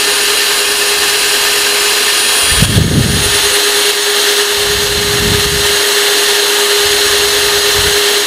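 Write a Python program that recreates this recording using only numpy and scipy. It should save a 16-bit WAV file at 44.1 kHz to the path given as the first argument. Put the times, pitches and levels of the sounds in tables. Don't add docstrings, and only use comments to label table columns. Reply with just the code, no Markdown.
import sys
import numpy as np
from scipy import signal
from scipy.fft import rfft, irfft, next_fast_len
from scipy.io import wavfile
from scipy.ndimage import uniform_filter1d, map_coordinates

SR = 44100
rng = np.random.default_rng(int(sys.argv[2]) if len(sys.argv) > 2 else 0)


def master_out(mix):
    frames = np.transpose(np.atleast_2d(mix))
    ceiling = np.clip(frames, -1, 1)
    pcm = np.round(ceiling * 32767).astype(np.int16)
    wavfile.write(sys.argv[1], SR, pcm)


def to_linear_factor(level_db):
    exponent = np.asarray(level_db, float) / 20
    return 10 ** exponent


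N = 364442

# start_s, shaft_hz, rocking_depth_hz
SHAFT_SPEED = [(0, 410.3, 1.5), (1.5, 410.4, 1.35), (2.6, 410.7, 1.35), (3.3, 410.4, 1.65),
               (3.9, 410.3, 2.15), (4.7, 410.5, 2.15), (5.3, 410.1, 1.5), (6.3, 410.2, 1.45),
               (7.5, 410.4, 1.6), (8.264, 410.1, 1.7)]
SHAFT_TURNS_PER_CHUCK_TURN, CHUCK_START_TURNS = 41.97, -.22
SHAFT_TURNS_PER_WHIRL, WHIRL_START_RAD = 43.15, .85
PLANET_PASSES_PER_SHAFT_TURN = .589
# start_s, second_grip_share, vent_lean_to_microphone, bit_pressure_db
GRIP = [(0, 0.26, 0.27, -0.5), (1, 0, 0.17, 0), (1.8, 0.02, 0.05, 0), (2.08, 0.03, 0.3, 0),
        (2.5, 0.15, 0.97, 0), (2.65, .4, 0.96, -0.5), (2.87, 1, 1, -3.5), (3.1, 0.66, 0.46, -1),
        (3.35, 0.81, 0.14, 0.1), (4.2, 1, 0.14, 0.1), (5, 1, 0, 0), (5.6, .9, 0.13, 0.2),
        (7, 0.93, 0.04, -0.1), (8.264, 0.88, 0.06, 0.2)]
# first_grip_db, second_grip_db, full_lean_gain_db
UNBALANCE_DB, THIRD_DB, POLES_DB = (-9, -3.5, -9.5), (-16, -17.5, 0.5), (-14.5, -21, 8.5)
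PINION_DB, SLOTS_DB = (-6.5, -7.5, -5), (-19, -11, -1)
# start_s, level_db, echo_share, echo_angle_rad
FAN_BLADES = [(0, -8, .27, 7), (1.2, -9, .3, 4.5), (2, -10, 0.28, 5.5), (2.5, -2, 0.15, 6.5),
              (2.8, -10.5, 0.16, 7.5), (3.3, -6, .45, 5), (3.8, -9.5, .6, 3), (4.3, -14, .9, 3),
              (4.6, -16, .85, 2.5), (4.9, -18, .6, 3), (5.4, -13, .3, -2), (6, -12.5, .25, -0.5),
              (7.2, -14, .37, -0.5), (8.264, -18, .6, 1)]
# freq_hz, density_db_per_hz
HISS_FIRST_GRIP = [(20, -27), (60, -26.5), (180, -28), (308, -15.5), (369, -17.5), (440, -10), (480, -20.5),
                   (700, -16.5), (1600, -15.5), (2840, -9), (5000, -15), (9000, -17), (14900, -27.5),
                   (15700, -31)]
# freq_hz, density_db_per_hz
HISS_SECOND_GRIP = [(20, -33.5), (60, -34), (180, -34.5), (316, -21), (369, -22.5), (440, -17),
                    (480, -22.5), (1330, -20), (2600, -17), (4400, -16.5), (5100, -22), (9700, -25),
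                    (15000, -33.5), (15700, -33)]
# centre_hz, width_hz, boost_db
BODY_FIRST_GRIP = [(508, 14, 12.5), (915, 10, 6), (1040, 95, 3.5), (1580, 180, 6), (1803, 78, 10.5),
                   (1885, 94, -10.5), (2320, 78, -7.5), (2770, 300, 2.5), (3450, 480, -3), (4000, 180, 4),
                   (4280, 200, -1.5), (4630, 300, 4.5), (5200, 200, 0.5), (6310, 490, -4.5),
                   (6400, 200, -2), (6680, 420, 2.5), (7640, 200, -5), (8300, 200, -0.5), (8700, 220, -10),
                   (9200, 120, -11), (10100, 100, 2), (10350, 300, 0), (10660, 200, -4), (11800, 150, -4),
                   (12400, 400, 4), (12800, 250, -2), (13350, 300, 3), (13650, 150, -2), (14100, 400, 1)]
# centre_hz, width_hz, boost_db
BODY_SECOND_GRIP = [(511, 25, 7), (900, 60, 3), (1447, 16, 6), (1650, 150, 3), (1830, 120, 4),
                    (2410, 170, -9), (2810, 120, 3.5), (3130, 120, 4.5), (3520, 150, 3), (3850, 120, 2),
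                    (4340, 70, 4), (4430, 80, -3), (4950, 160, -3.5), (5510, 100, 2), (6850, 250, 1.5),
                    (7130, 220, -7), (7330, 120, 3), (7560, 150, -2), (7900, 300, 2.5), (8500, 400, -3.5),
                    (9000, 300, 1.5), (9270, 120, -2), (9650, 150, -2), (10000, 150, -2.5), (10350, 250, 3),
                    (10800, 300, -2.5), (12250, 400, 2), (12750, 300, -3), (13200, 300, 4),
                    (13950, 200, -2)]
TOP_FIRST_GRIP_DB, TOP_SECOND_GRIP_DB = 0.15, 0.5
# freq_hz, density_db_per_hz
SHANK_RATTLE = [(1400, -42), (1550, -3.5), (1680, -3.5), (1800, 2), (1900, -8), (2100, -35)]
FILL_EDGES_HZ = [4200, 5200, 6300, 7600, 9000, 10300, 11700, 13100, 14500]
FILL_CHANCE_PER_BAND = .016
FILL_DB, FILL_DB_PER_BAND = -11, -1.5
# start_s, depth_db, hold_s
GAIN_DUCKS = [(.6, 1, .4), (2.654, 6.5, 0.083), (2.78, 5, 0.35), (2.83, 1, .12), (3.05, 1.5, 0.17),
              (3.91, 2.5, 0.2), (4.42, 2, .5), (4.75, 1, 0.54), (4.88, 1.5, 0.51), (5.2, 2, .04),
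              (5.455, 2.5, 0.15), (8.185, 2, .5), (8.23, 0, .5)]
GAIN_REST_DB, DUCK_ATTACK_S, RELEASE_SQUARENESS = -14, 0.004, 2.4
# full_strength_s, hold_s, level_db, stream_pace
AIR_PUFFS = [(.98, 0.11, -38, 0.5), (1.24, 0.26, -42.5, 0.3), (2.608, 0.031, -11.5, 0.2),
             (2.712, 0.48, -15, 0.78), (2.762, .03, -11.5, 0.75), (2.934, .07, -11, 0.93),
             (3.2, 0.091, -21, 0.3), (3.44, .02, -30, 0.15), (4.58, .03, -33, .2), (4.683, 0.16, -25, 0.36),
             (4.93, .27, -22.5, .55), (5.236, 0.088, -15.5, .75), (5.4, 0.19, -21, 0.45),
             (5.66, .09, -32, .25), (5.8, .05, -47, 0.05), (6.842, 0.093, -32, 0), (7.07, .22, -33, .05),
             (7.39, 0.19, -32, 0), (7.78, 0.091, -22, .15)]
SWELL_DB_PER_S, FADE_DB_PER_S = 166, 134
# freq_hz, density_db_per_hz
AIR_RUMBLE = [(15, -34), (35, -12), (60, -0.5), (100, 1.5), (160, -6), (250, -13.5), (400, -16),
              (700, -25.5), (1500, -90)]
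# start_s, peak_db, pitch_hz
EDDY_PUSHES = [(2.429, -18, 78.1), (2.513, -6, 67.3), (2.597, -9, 69.6), (2.622, 8, 172), (2.644, -13, 72),
               (2.757, -1, 105), (2.774, 5, 89.5), (2.813, 5, 119), (2.917, -4, 210), (2.964, -2, 119),
               (2.986, -6, 202), (3.004, 1, 103), (3.059, 0, 138), (3.145, -5, 113), (3.417, -27, 110),
               (5.223, -10, 130), (5.268, -2, 91.5), (5.319, -9, 172), (5.344, -10, 88.8)]
BAND_MIN_HZ, BAND_RAGGED_HZ, BAND_MAX_HZ = 15060, 130, 15700


def unit(x):
    return x / np.sqrt(np.mean(x ** 2) + 1e-20)


def curves(rows):
    knot_s, *columns = np.transpose(rows)
    return [np.interp(np.arange(N) / SR, knot_s, column) for column in columns]


def wobble(rate_hz):
    knots = rng.standard_normal(int(N * rate_hz / SR) + 4)
    return map_coordinates(knots, [np.arange(N) * rate_hz / SR])


def coloured(x, spectrum, bumps=()):
    size = next_fast_len(N + 8192)
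    hz = np.fft.rfftfreq(size, 1 / SR)
    knot_hz, knot_db = np.transpose(spectrum)
    db = np.interp(np.log(hz + 1), np.log(knot_hz + 1), knot_db)
    for centre_hz, width_hz, boost_db in bumps:
        db += boost_db / (1 + (2 * (hz - centre_hz) / width_hz) ** 2)
    return unit(irfft(rfft(x, size) * to_linear_factor(db), size)[:N])


def rotation():
    speed_hz, depth_hz = curves(SHAFT_SPEED)
    shaft = 2 * np.pi * np.cumsum(speed_hz) / SR
    chuck = shaft / SHAFT_TURNS_PER_CHUCK_TURN + 2 * np.pi * CHUCK_START_TURNS
    rock_hz = depth_hz * (np.cos(chuck) - .1 * np.sin(2 * chuck))
    rock_hz += .25 * wobble(25) + .5 * wobble(120)
    lead = 2 * np.pi * np.cumsum(rock_hz) / SR
    return shaft, chuck, lead


def whirl(shaft):
    return shaft / SHAFT_TURNS_PER_WHIRL + WHIRL_START_RAD


def motor(shaft, chuck, lead):
    second, lean, _ = curves(GRIP)
    tip = whirl(shaft)

    def shaded(levels_db):
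        first_db, second_db, lean_db = levels_db
        return first_db + (second_db - first_db) * second + lean_db * lean + 0.39 * wobble(2.5)

    def line(order, db, flutter_db, rate_hz):
        level = np.sqrt(2) * to_linear_factor(db + flutter_db * wobble(rate_hz))
        return level * np.sin(order * (shaft + lead))

    third_db = shaded(THIRD_DB)
    dip_db = (4.8 + 2.1 * wobble(5.4)) * np.cos(tip / 2 + 1.32) ** 6
    unbalance_db = shaded(UNBALANCE_DB) + 1.15 + 0.64 * np.cos(chuck + 1.9) - dip_db
    pinion_db = shaded(PINION_DB) - 1.5 + 0.73 * np.cos(chuck + 2.6) + 0.48 * np.cos(tip + .4)
    hum = line(1, unbalance_db, 0.51, 15)
    hum += line(2, -29.5, 5.4, 9)
    hum += line(3, third_db - 2.5, 1.8, 12)
    hum += line(4, third_db - 4.5, 3.3, 12)
    hum += line(8, shaded(POLES_DB) + .1, 0.89, 40)
    hum += line(10, pinion_db, 0.83, 30)
    hum += line(16, shaded(SLOTS_DB) - 2.5, 2.7, 60)
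    return hum


def fan(shaft, lead):
    db, share, angle_rad = curves(FAN_BLADES)
    late_lead = np.roll(lead, round(.005 * SR))
    both = np.exp(23j * lead) + share * np.exp(1j * (23 * late_lead + angle_rad))
    both /= np.sqrt(uniform_filter1d(abs(both) ** 2, size=9000))
    return np.sqrt(2) * to_linear_factor(db + 1.5 * wobble(45)) * np.imag(both * np.exp(23j * shaft))


def grinding(shaft, chuck):
    second, _, pressure_db = curves(GRIP)
    z = signal.stft(rng.standard_normal((2, N)), nperseg=512)[2]
    patches = uniform_filter1d(rng.standard_normal(z.shape[1:]), size=8, axis=0)
    patches = uniform_filter1d(patches, size=10, axis=1)
    grit = signal.istft(z * to_linear_factor(0.54 * unit(patches)), nperseg=512)[1][:, :N]
    tip = whirl(shaft)
    pulse_db = 0.2 * np.cos(2 * tip + 0.2) + 0.19 * np.cos(tip) + 0.17 * np.cos(chuck + .6)
    pulse_db += 0.17 * np.cos(PLANET_PASSES_PER_SHAFT_TURN * shaft) + 0.23 * np.cos(shaft)
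    pulse_db += 0.17 * wobble(12) + 0.46 * wobble(160)
    grit = grit * to_linear_factor(pulse_db)
    blend_rad = np.clip(second, 0, 1) * np.pi / 2
    hiss = np.cos(blend_rad) * coloured(grit[0], HISS_FIRST_GRIP, BODY_FIRST_GRIP)
    hiss += np.sin(blend_rad) * coloured(grit[1], HISS_SECOND_GRIP, BODY_SECOND_GRIP)
    top = hiss - uniform_filter1d(hiss, size=5)
    top_db = TOP_FIRST_GRIP_DB + (TOP_SECOND_GRIP_DB - TOP_FIRST_GRIP_DB) * second
    return to_linear_factor(2.0 + pressure_db) * (hiss + (to_linear_factor(top_db) - 1) * top)


def rattle(shaft):
    tip = whirl(shaft)
    knock = to_linear_factor(1.8 * np.cos(tip) + 4.8 * np.cos(2 * tip + 0.38) + 0.37 * wobble(14))
    return to_linear_factor(-13.0) * unit(knock * coloured(rng.standard_normal(N), SHANK_RATTLE))


def fills():
    side = np.zeros(N + 4096)
    hz = np.fft.rfftfreq(2048, 1 / SR)
    fade = np.sin(np.pi / 2 * np.sin(np.pi * np.arange(2048) / 2048) ** 2)
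    chances = rng.random((N // 1024, len(FILL_EDGES_HZ) - 1))
    picked = np.argwhere(chances < FILL_CHANCE_PER_BAND)
    for (frame, k), noise in zip(picked, rng.standard_normal((len(picked), 2048))):
        in_band = (hz > FILL_EDGES_HZ[k]) * (hz < FILL_EDGES_HZ[k + 1])
        band = irfft(rfft(noise) * in_band)
        side[777 + frame * 1024:][:2048] += to_linear_factor(FILL_DB_PER_BAND * k) * fade * unit(band)
    return to_linear_factor(FILL_DB) * side[:N] * [[1], [-1]]


def gain():
    t = np.arange(N) / SR
    db = np.full(N, float(GAIN_REST_DB))
    for start_s, depth_db, hold_s in GAIN_DUCKS:
        since_s = np.clip(t - start_s, 0, None)
        release = np.exp(-(since_s / abs(hold_s)) ** RELEASE_SQUARENESS)
        db -= depth_db * np.clip(since_s / DUCK_ATTACK_S, 0, 1) * release
    return db


def draught():
    t = np.arange(N) / SR
    power = []
    for full_s, hold_s, level_db, _ in AIR_PUFFS:
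        swell_db = SWELL_DB_PER_S * np.clip(full_s - t, 0, None)
        fade_db = FADE_DB_PER_S * np.clip(t - full_s - hold_s, 0, None)
        power.append(to_linear_factor(level_db - swell_db - fade_db) ** 2 + 1e-12)
    power = np.array(power)
    db = 10 * np.log10(power.sum(0))
    pace = np.clip(np.transpose(AIR_PUFFS)[3] @ power / power.sum(0), 0, 1)
    eddies = rng.standard_normal(N) * to_linear_factor(0.8 * wobble(22) + 1.4 * wobble(45) + 2.2 * wobble(110))
    dull = coloured(eddies, AIR_RUMBLE, [(292, 300, -9), (52, 49, 7.0)])
    bright = coloured(eddies, AIR_RUMBLE, [(224, 240, 8.5), (50, 92, -16.5)])
    air = pace * bright + (1 - pace) * dull
    air /= np.sqrt(abs(uniform_filter1d(air ** 2, size=5000)) + 0.039)
    stream = to_linear_factor(db - 0.24) * air / (1 + np.exp(-(db + 43) / 1.7))
    return (stream + pushes()) / to_linear_factor(gain())


def pushes():
    out = np.zeros(N + SR)
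    t = np.arange(SR // 20) / SR
    for start_s, peak_db, pitch_hz in EDDY_PUSHES:
        life = np.clip(t * pitch_hz / 1.56, 0, 1)
        push = np.sin(np.pi * life) * np.sin(2 * np.pi * pitch_hz * t)
        out[round(start_s * SR):][:len(t)] -= to_linear_factor(peak_db - 5.5) * push
    return out[:N]


def scene():
    shaft, chuck, lead = rotation()
    mono = motor(shaft, chuck, lead) + fan(shaft, lead)
    mono += grinding(shaft, chuck) + rattle(shaft) + draught()
    return np.array([mono, mono])


def top_cut(x):
    return signal.sosfilt(signal.butter(12, 15700, fs=SR, output="sos"), x)


def record(dry):
    x = (dry + fills()) * to_linear_factor(gain())
    x = x / (1 + abs(x / 1.01) ** 8) ** (1 / 8)
    hz, t, z = signal.stft(x, SR, nperseg=2048)
    ragged_hz = BAND_RAGGED_HZ * (.5 + np.clip(t / 3, 0, 1)) * rng.exponential(size=len(t))
    edge_hz = np.minimum(BAND_MIN_HZ + ragged_hz, BAND_MAX_HZ)
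    x = signal.istft(z * (hz[:, None] < edge_hz), SR, nperseg=2048)[1][:, :N]
    return top_cut(x)


dry = scene()
out = record(dry)
master_out(out)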